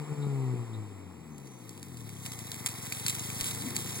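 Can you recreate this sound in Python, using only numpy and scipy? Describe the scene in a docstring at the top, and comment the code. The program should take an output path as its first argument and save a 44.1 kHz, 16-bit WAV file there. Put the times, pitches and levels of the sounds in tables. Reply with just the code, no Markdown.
"""A car rolling over dry grass.

A four-cylinder engine sinks from a rev to a lumpy idle: its exhaust booms while the firings come fast,
then throbs as each one rings the pipe. The engine bay whirrs and a belt sings faintly. The tyres crunch
dry grass and snap twigs, each fracture a small impulse, as they pass a stereo microphone in a yard."""
import sys
import numpy as np
from scipy import signal
from scipy.fft import rfft, irfft
from scipy.io import wavfile

SR = 44100
rng = np.random.default_rng(int(sys.argv[2]) if len(sys.argv) > 2 else 0)


def unload_audio(sound):
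    """Save the sound as a 16-bit wav file, at the path given as the first command line argument."""
    columns = np.transpose(np.atleast_2d(sound))
    # keep every value between -1 and 1, then stretch to whole-number steps
    steps = np.round(np.clip(columns, -1, 1) * 32767)
    wavfile.write(sys.argv[1], SR, steps.astype(np.int16))


N = 176400
T = np.arange(N) / SR
FFT_SIZE = 2 ** 18
HZ = np.maximum(np.arange(FFT_SIZE // 2 + 1) * SR / FFT_SIZE, 1)
SNAP_DECAY_S = .002

# Rate of the exhaust beats heard; near 3.43 s the rhythm skips with one quick double beat.
# Each row: time in seconds, beats per second.
BEAT_RATE = [(0.12, 148.2), (0.25, 142.7), (0.5, 126.3), (0.72, 112.3), (1.02, 94.3), (1.39, 70.8),
             (1.6, 59.5), (1.8, 48.5), (2.03, 37.5), (2.25, 31.4), (2.76, 21.3), (2.92, 22.3), (3.15, 25.5),
             (3.39, 26.6), (3.43, 37.7), (3.48, 27.3), (3.57, 28.4), (3.8, 27.2), (4.0, 28.4)]
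# The exhaust's boom at high revs, with its stumbles. Each row: time in seconds, level in dB.
BOOM_LEVEL = [(.025, -34), (.06, -47), (.125, -27.5), (.157, -47), (.185, -31), (.33, -29), (.53, -28.5),
              (.57, -35.5), (.6, -30.5), (.66, -40), (.79, -33.5), (.88, -42.5), (1.1, -46), (1.7, -88)]


def from_db(db):
    """Amplitude grows tenfold for every 20 dB."""
    return 10 ** (np.asarray(db) / 20)


def unit_power(x):
    """Division by the root mean square gives unit power."""
    return x / np.sqrt(np.mean(x ** 2) + 1e-20)


def in_time(rows):
    """Linear interpolation gives a control curve its value at every sample."""
    return np.interp(T, *np.transpose(rows))


def envelope(levels):
    """A level that moves linearly in dB is an exponential rise or fall of amplitude."""
    return from_db(in_time(levels))


def gain_at(spectrum):
    """A magnitude response, interpolated in dB over log frequency."""
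    hz, db = np.transpose(spectrum)
    return from_db(np.interp(np.log(HZ), np.log(hz), db))


def colour(x, spectrum):
    """Minimum-phase filtering: folding the cepstrum makes the response causal. Unit power."""
    cepstrum = irfft(np.log(gain_at(spectrum)))
    cepstrum[1:FFT_SIZE // 2] *= 2
    cepstrum[FFT_SIZE // 2 + 1:] = 0
    response = np.exp(rfft(cepstrum))
    return unit_power(irfft(rfft(x, FFT_SIZE) * response)[:N])


def resonate(x, hz, width_hz):
    """Two equal damped resonators in cascade pass a narrow band. Unit power."""
    r = np.exp(-np.pi * width_hz / SR)
    section = [1 - r, 0, r - 1, 1, -2 * r * np.cos(2 * np.pi * hz / SR), r * r]
    return unit_power(signal.sosfilt([section, section], x))


def low_cut(x, hz):
    """A second-order high-pass falls 12 dB per octave below its corner."""
    return signal.sosfilt(signal.butter(2, hz, "high", fs=SR, output="sos"), x)


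def noise():
    """Independent Gaussian samples have a white spectrum."""
    return rng.standard_normal(N)


def pulsed_noise(beats, depth=.12):
    """Amplitude modulation makes noise throb once per beat."""
    return noise() * (1 + depth * np.cos(2 * np.pi * beats))


def drift(per_s):
    """Interpolating between random values gives a slow fluctuation of unit power."""
    return unit_power(np.interp(T * per_s, np.arange(N), noise()))


def dying(start, decay_s):
    """A sudden onset dies away exponentially, as a damped vibration does."""
    return (T >= start) * np.exp(-np.maximum(T - start, 0) / decay_s)


def grains(per_s, spread_db=3):
    """Shot noise: clicks at random instants, mostly small, a few large. Unit power."""
    sizes = from_db(spread_db * np.minimum(rng.exponential(1, N), 5)) * rng.choice([-1, 1], N)
    return unit_power(sizes * (rng.random(N) < per_s / SR))


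def glides(rows, waver=.0054):
    """Frequency modulation: tones slide and waver under a half-sine envelope."""
    out = 0
    for start, length, start_hz, end_hz, db in rows:
        along = np.clip((T - start) / length, 0, 1)
        hz = (start_hz + (end_hz - start_hz) * along) * (1 + waver * drift(150))
        phase = 2 * np.pi * np.cumsum(hz * (T >= start)) / SR
        out = out + from_db(db) * np.sin(np.pi * along) * np.sin(phase)
    return out


def yard(x):
    """Scattering from ground, car and sheds gives each side its own weak tail, with little bass."""
    tails = rng.standard_normal((2, N)) * dying(.0038, decay_s=.011)
    tails /= np.sqrt(np.sum(tails ** 2, axis=1, keepdims=True))
    return from_db(-40) * signal.fftconvolve(low_cut(x, hz=300)[None], tails, axes=1)[:, :N]


def chirps():
    """Narrow-band noise has a pitch; brief decays of it are heard as faint, far chirps."""
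    # The chirps. Each row: start in seconds, level in dB.
    onsets = [(0.221, -52.5), (0.734, -55.5)]
    band = resonate(noise(), hz=3780, width_hz=440)
    return band * sum(from_db(db) * dying(start, decay_s=.025) for start, db in onsets)


def bumps():
    """A low tone that lasts only a moment is heard as a bump."""
    # The bumps. Each row: start and length in seconds, first and last pitch in Hz, level in dB.
    tones = [(3.413, .02, 30, 30, -40), (3.653, 0.035, 245, 260, -30)]
    return glides(tones)


def grass():
    """Brittle fracture under the tyres: clumps of clicks, rustle, ringing stalks and ticking twiglets."""
    # Strength of the crunch. Each row: time in seconds, level in dB.
    levels = [(1.3, -71.5), (1.45, -61), (1.75, -55.5), (2.15, -52), (2.3, -48), (2.65, -45.5), (3.1, -40),
              (3.35, -40.5), (3.46, -34.5), (3.63, -43), (3.75, -40.5), (4, -39.5)]
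    # Its spectrum. Each row: frequency in Hz, gain in dB.
    spectrum = [(150, -36), (1500, -2), (2200, -5.5), (3600, 4), (4500, -1.5), (7500, 2.5), (8800, 8.5),
                (11000, -2), (16000, -1.5)]
    stalk_hz = np.linspace(2000, 14030, 20)
    stalks = unit_power(sum(resonate(grains(per_s=45) + 1e-18, hz, width_hz=360) for hz in stalk_hz))
    crunch = grains(per_s=1100) + from_db(2) * noise() + from_db(-2.5) * stalks
    tick_envelope = signal.fftconvolve(np.abs(grains(per_s=70)), dying(0, SNAP_DECAY_S))[:N]
    ticks = unit_power(tick_envelope * noise())
    clumps = from_db(1.5 * drift(per_s=70))
    return colour(crunch * clumps + from_db(-2) * ticks, spectrum) * envelope(levels)


def soil():
    """Soil and stalks crushed under the tread give dense impulses that merge into a duller grinding."""
    # Strength of the grinding. Each row: time in seconds, level in dB.
    levels = [(0, -81), (2.15, -59.5), (2.3, -48), (2.55, -52.5), (2.68, -44), (2.87, -48), (3.15, -48),
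              (3.67, -46), (4, -50.5)]
    # Its spectrum. Each row: frequency in Hz, gain in dB.
    spectrum = [(60, -51), (600, 5.5), (800, 2), (1200, 3), (1500, -8), (2100, 4.5), (3000, -18.5),
                (6000, -7)]
    grinding = grains(per_s=1100) * from_db(1.5 * drift(per_s=43))
    return colour(grinding, spectrum) * envelope(levels)


def twigs():
    """Sudden fracture gives a broadband crack, a woody resonance and a short tail of splinters."""
    # Breaking twigs. Each row: start in seconds, relative level in dB, resonance in Hz.
    snaps = [(1.381, -37.5, 3460), (1.471, -41.5, 7200), (1.693, -30, 4430), (1.777, -38.5, 5000),
             (1.829, -28.5, 4700), (1.971, -34, 4000), (2.092, -30.5, 2010), (2.254, -29.5, 3400),
             (2.262, -27, 3170), (2.319, -24.5, 2220), (2.39, -26.5, 3300), (2.517, -21, 3470),
             (2.543, -30, 7630), (2.661, -13, 3370), (2.667, -19, 2000), (2.673, -41, 7900),
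             (2.923, -15.5, 2210), (3.0639, -12, 4440), (3.082, -12, 3800), (3.096, -20.5, 4750),
             (3.195, -23, 6460), (3.410, -13.5, 6370), (3.442, -20.5, 9700), (3.301, -20.5, 2140),
             (3.509, -24, 3750), (3.666, -28.5, 2520), (3.757, -23, 7100), (3.765, -13, 7730)]
    # Spectrum of cracks and splinters. Each row: frequency in Hz, gain in dB.
    spectrum = [(80, -68), (400, -23), (1500, -15), (3000, -2.5), (6000, -6.5), (7800, 1.5), (10000, -4),
                (16000, -13)]
    crack, fibres = colour(noise(), spectrum), noise()
    splinters = from_db(-14) * colour(grains(per_s=770), spectrum)
    out = 0
    for start, db, hz in snaps:
        ring = from_db(-7.5) * resonate(fibres, hz, width_hz=660)
        burst = unit_power(crack + ring) * dying(start, SNAP_DECAY_S)
        tail = splinters * dying(start, decay_s=.021)
        out = out + .5 * from_db(db) * (burst + tail)
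    return out


def engine_bay(beats, pulley_order=5.88):
    """Rotating parts give a throbbing whirr and a pulley tone tied to the beat rate; the intake hisses."""
    # Strength of the whirr and of the hiss. Each row: time in seconds, level in dB.
    whirr_levels = [(0, -46.5), (.45, -48), (.8, -51), (1.2, -54.5), (2, -56), (4, -47.5)]
    hiss_levels = [(.3, -59), (.75, -62.5), (1.1, -67), (2, -82)]
    # Their spectra. Each row: frequency in Hz, gain in dB.
    whirr_spectrum = [(60, -14.5), (450, 5), (620, 0.5), (1050, 1), (1300, -4), (1550, -14), (2000, -8.5),
                      (2600, -12), (4300, -18.5), (16000, -28)]
    hiss_spectrum = [(4000, -30), (6500, -20), (7300, -4.5), (8300, -6.5), (13000, -29)]
    whirr = colour(pulsed_noise(beats), whirr_spectrum) * envelope(whirr_levels)
    whine = from_db(-24.5) * envelope(BOOM_LEVEL) * np.sin(2 * np.pi * pulley_order * beats)
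    hiss = colour(noise(), hiss_spectrum) * envelope(hiss_levels)
    return whirr + whine + hiss


def belt():
    """A vibrating belt radiates thin, gliding tones."""
    # Its notes. Each row: start and length in seconds, first and last pitch in Hz, level in dB.
    tones = [(1.19, 0.15, 7600, 8250, -65), (1.28, 0.14, 6450, 6330, -63), (1.39, 0.27, 6120, 6360, -59.5),
             (2.11, 0.37, 6360, 6530, -56)]
    return glides(tones)


def exhaust_pops():
    """Each dull pop is an impulse response of the exhaust."""
    # The pops. Each row: start in seconds, peak level in dB.
    onsets = [(0.267, -24), (0.539, -25), (0.556, -30)]
    # Spectrum of one pop. Each row: frequency in Hz, gain in dB.
    spectrum = [(50, -31), (150, -7.5), (250, -6), (330, -13), (450, -10), (1200, -70)]
    pop = colour(1. * (T == 0), spectrum)
    pop /= np.abs(pop).max()
    return -sum(from_db(db) * np.interp(T - start, T, pop, left=0) for start, db in onsets)


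def exhaust_gas(beats):
    """Turbulent flow in the pipe makes a low noise that pulses with the beats."""
    # Strength of the flow noise. Each row: time in seconds, level in dB.
    levels = [(.42, -51), (.6, -50), (1.1, -49), (3.3, -55), (3.7, -42), (4, -49)]
    # Its spectrum. Each row: frequency in Hz, gain in dB.
    spectrum = [(50, -47.5), (120, 1), (270, 3.5), (430, -4.5), (580, -11.5), (2000, -67)]
    return colour(pulsed_noise(beats), spectrum) * envelope(levels)


def exhaust_drone(beats, order=7):
    """A single harmonic of the beat rate sets in as a low drone at idle."""
    # Onset of the drone. Each row: time in seconds, RMS level in dB.
    levels = [(3.38, -70), (3.5, -46)]
    return np.sqrt(2) * np.sin(2 * np.pi * order * beats) * envelope(levels)


def exhaust_boom(beats):
    """Periodic firing gives a harmonic series; unequal cylinders add weaker half orders."""
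    # Spectral envelopes of both series. Each row: multiple of the beat rate, relative level in dB.
    whole_orders = [(1, 1.5), (2, -11.5), (3, -12), (4, -29), (10, -34)]
    half_orders = [(3.5, -24.5), (5, -46)]
    partials = 0
    for orders, levels in (np.arange(1, 11), whole_orders), (np.arange(1.5, 10), half_orders):
        for order in orders:
            db = np.interp(order, *np.transpose(levels))
            partials = partials + from_db(db) * np.cos(2 * np.pi * order * beats)
    return -unit_power(partials) * envelope(BOOM_LEVEL)


def exhaust_beats(beats, spread_db=.7):
    """Each beat is a slightly uneven impulse that excites the resonances of the pipe."""
    # Strength of the beats. Each row: time in seconds, level in dB.
    levels = [(.9, -65), (1.35, -41.5), (1.6, -51.5), (2, -41.5), (2.9, -44.5), (3.1, -40), (3.7, -40.5),
              (4, -42)]
    # Response of the pipe. 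Each row: frequency in Hz, gain in dB.
    pipe = [(40, -36), (62, -15.5), (85, 3), (118, 13), (150, 5), (190, 4.5), (215, -2.5), (240, 4.5),
            (285, -11), (330, -5), (430, -26), (1400, -40)]
    instants = np.flatnonzero(np.diff(np.floor(beats)))
    strengths = from_db(spread_db * noise()[:len(instants)])
    pulses = np.zeros(N)
    pulses[instants] = -strengths / np.sqrt(in_time(BEAT_RATE)[instants])  # equal power at any rate
    return colour(low_cut(pulses, hz=58), pipe) * envelope(levels)


def scene():
    """Superposition: the sources add, and the yard's scatter joins them on two channels."""
    beats = np.cumsum(in_time(BEAT_RATE)) / SR  # phase, one cycle per exhaust beat
    exhaust = exhaust_beats(beats) + exhaust_boom(beats) + exhaust_gas(beats)
    exhaust += exhaust_drone(beats) + exhaust_pops()
    direct = exhaust + engine_bay(beats) + belt() + grass() + soil() + twigs() + bumps() + chirps()
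    return direct + yard(direct)


def record(dry, right_delay_s=15 / SR, cutoff_hz=15900):
    """Phase differences widen the image: the right side lags, its treble inverted. The top is cut."""
    # The microphone's right side against its left. Each row: frequency in Hz, gain in dB.
    right_gain = [(1100, -5), (1500, -.5), (2400, 3), (3000, 0), (5000, .5)]
    # Its phase lag on top of the delay. Each row: frequency in Hz, lag in radians.
    right_lag = [(100, -1.1), (460, -.4), (680, 3.5), (860, 4.1), (2200, 2.5), (2700, 3.14)]
    lag = 2 * np.pi * HZ * right_delay_s + np.interp(HZ, *np.transpose(right_lag))
    right = irfft(rfft(dry[1], FFT_SIZE) * gain_at(right_gain) * np.exp(-1j * lag))[:N]
    low_pass = signal.ellip(12, .1, 80, cutoff_hz, fs=SR, output="sos")
    return signal.sosfilt(low_pass, [dry[0], right])


dry = scene()
out = record(dry)
unload_audio(out)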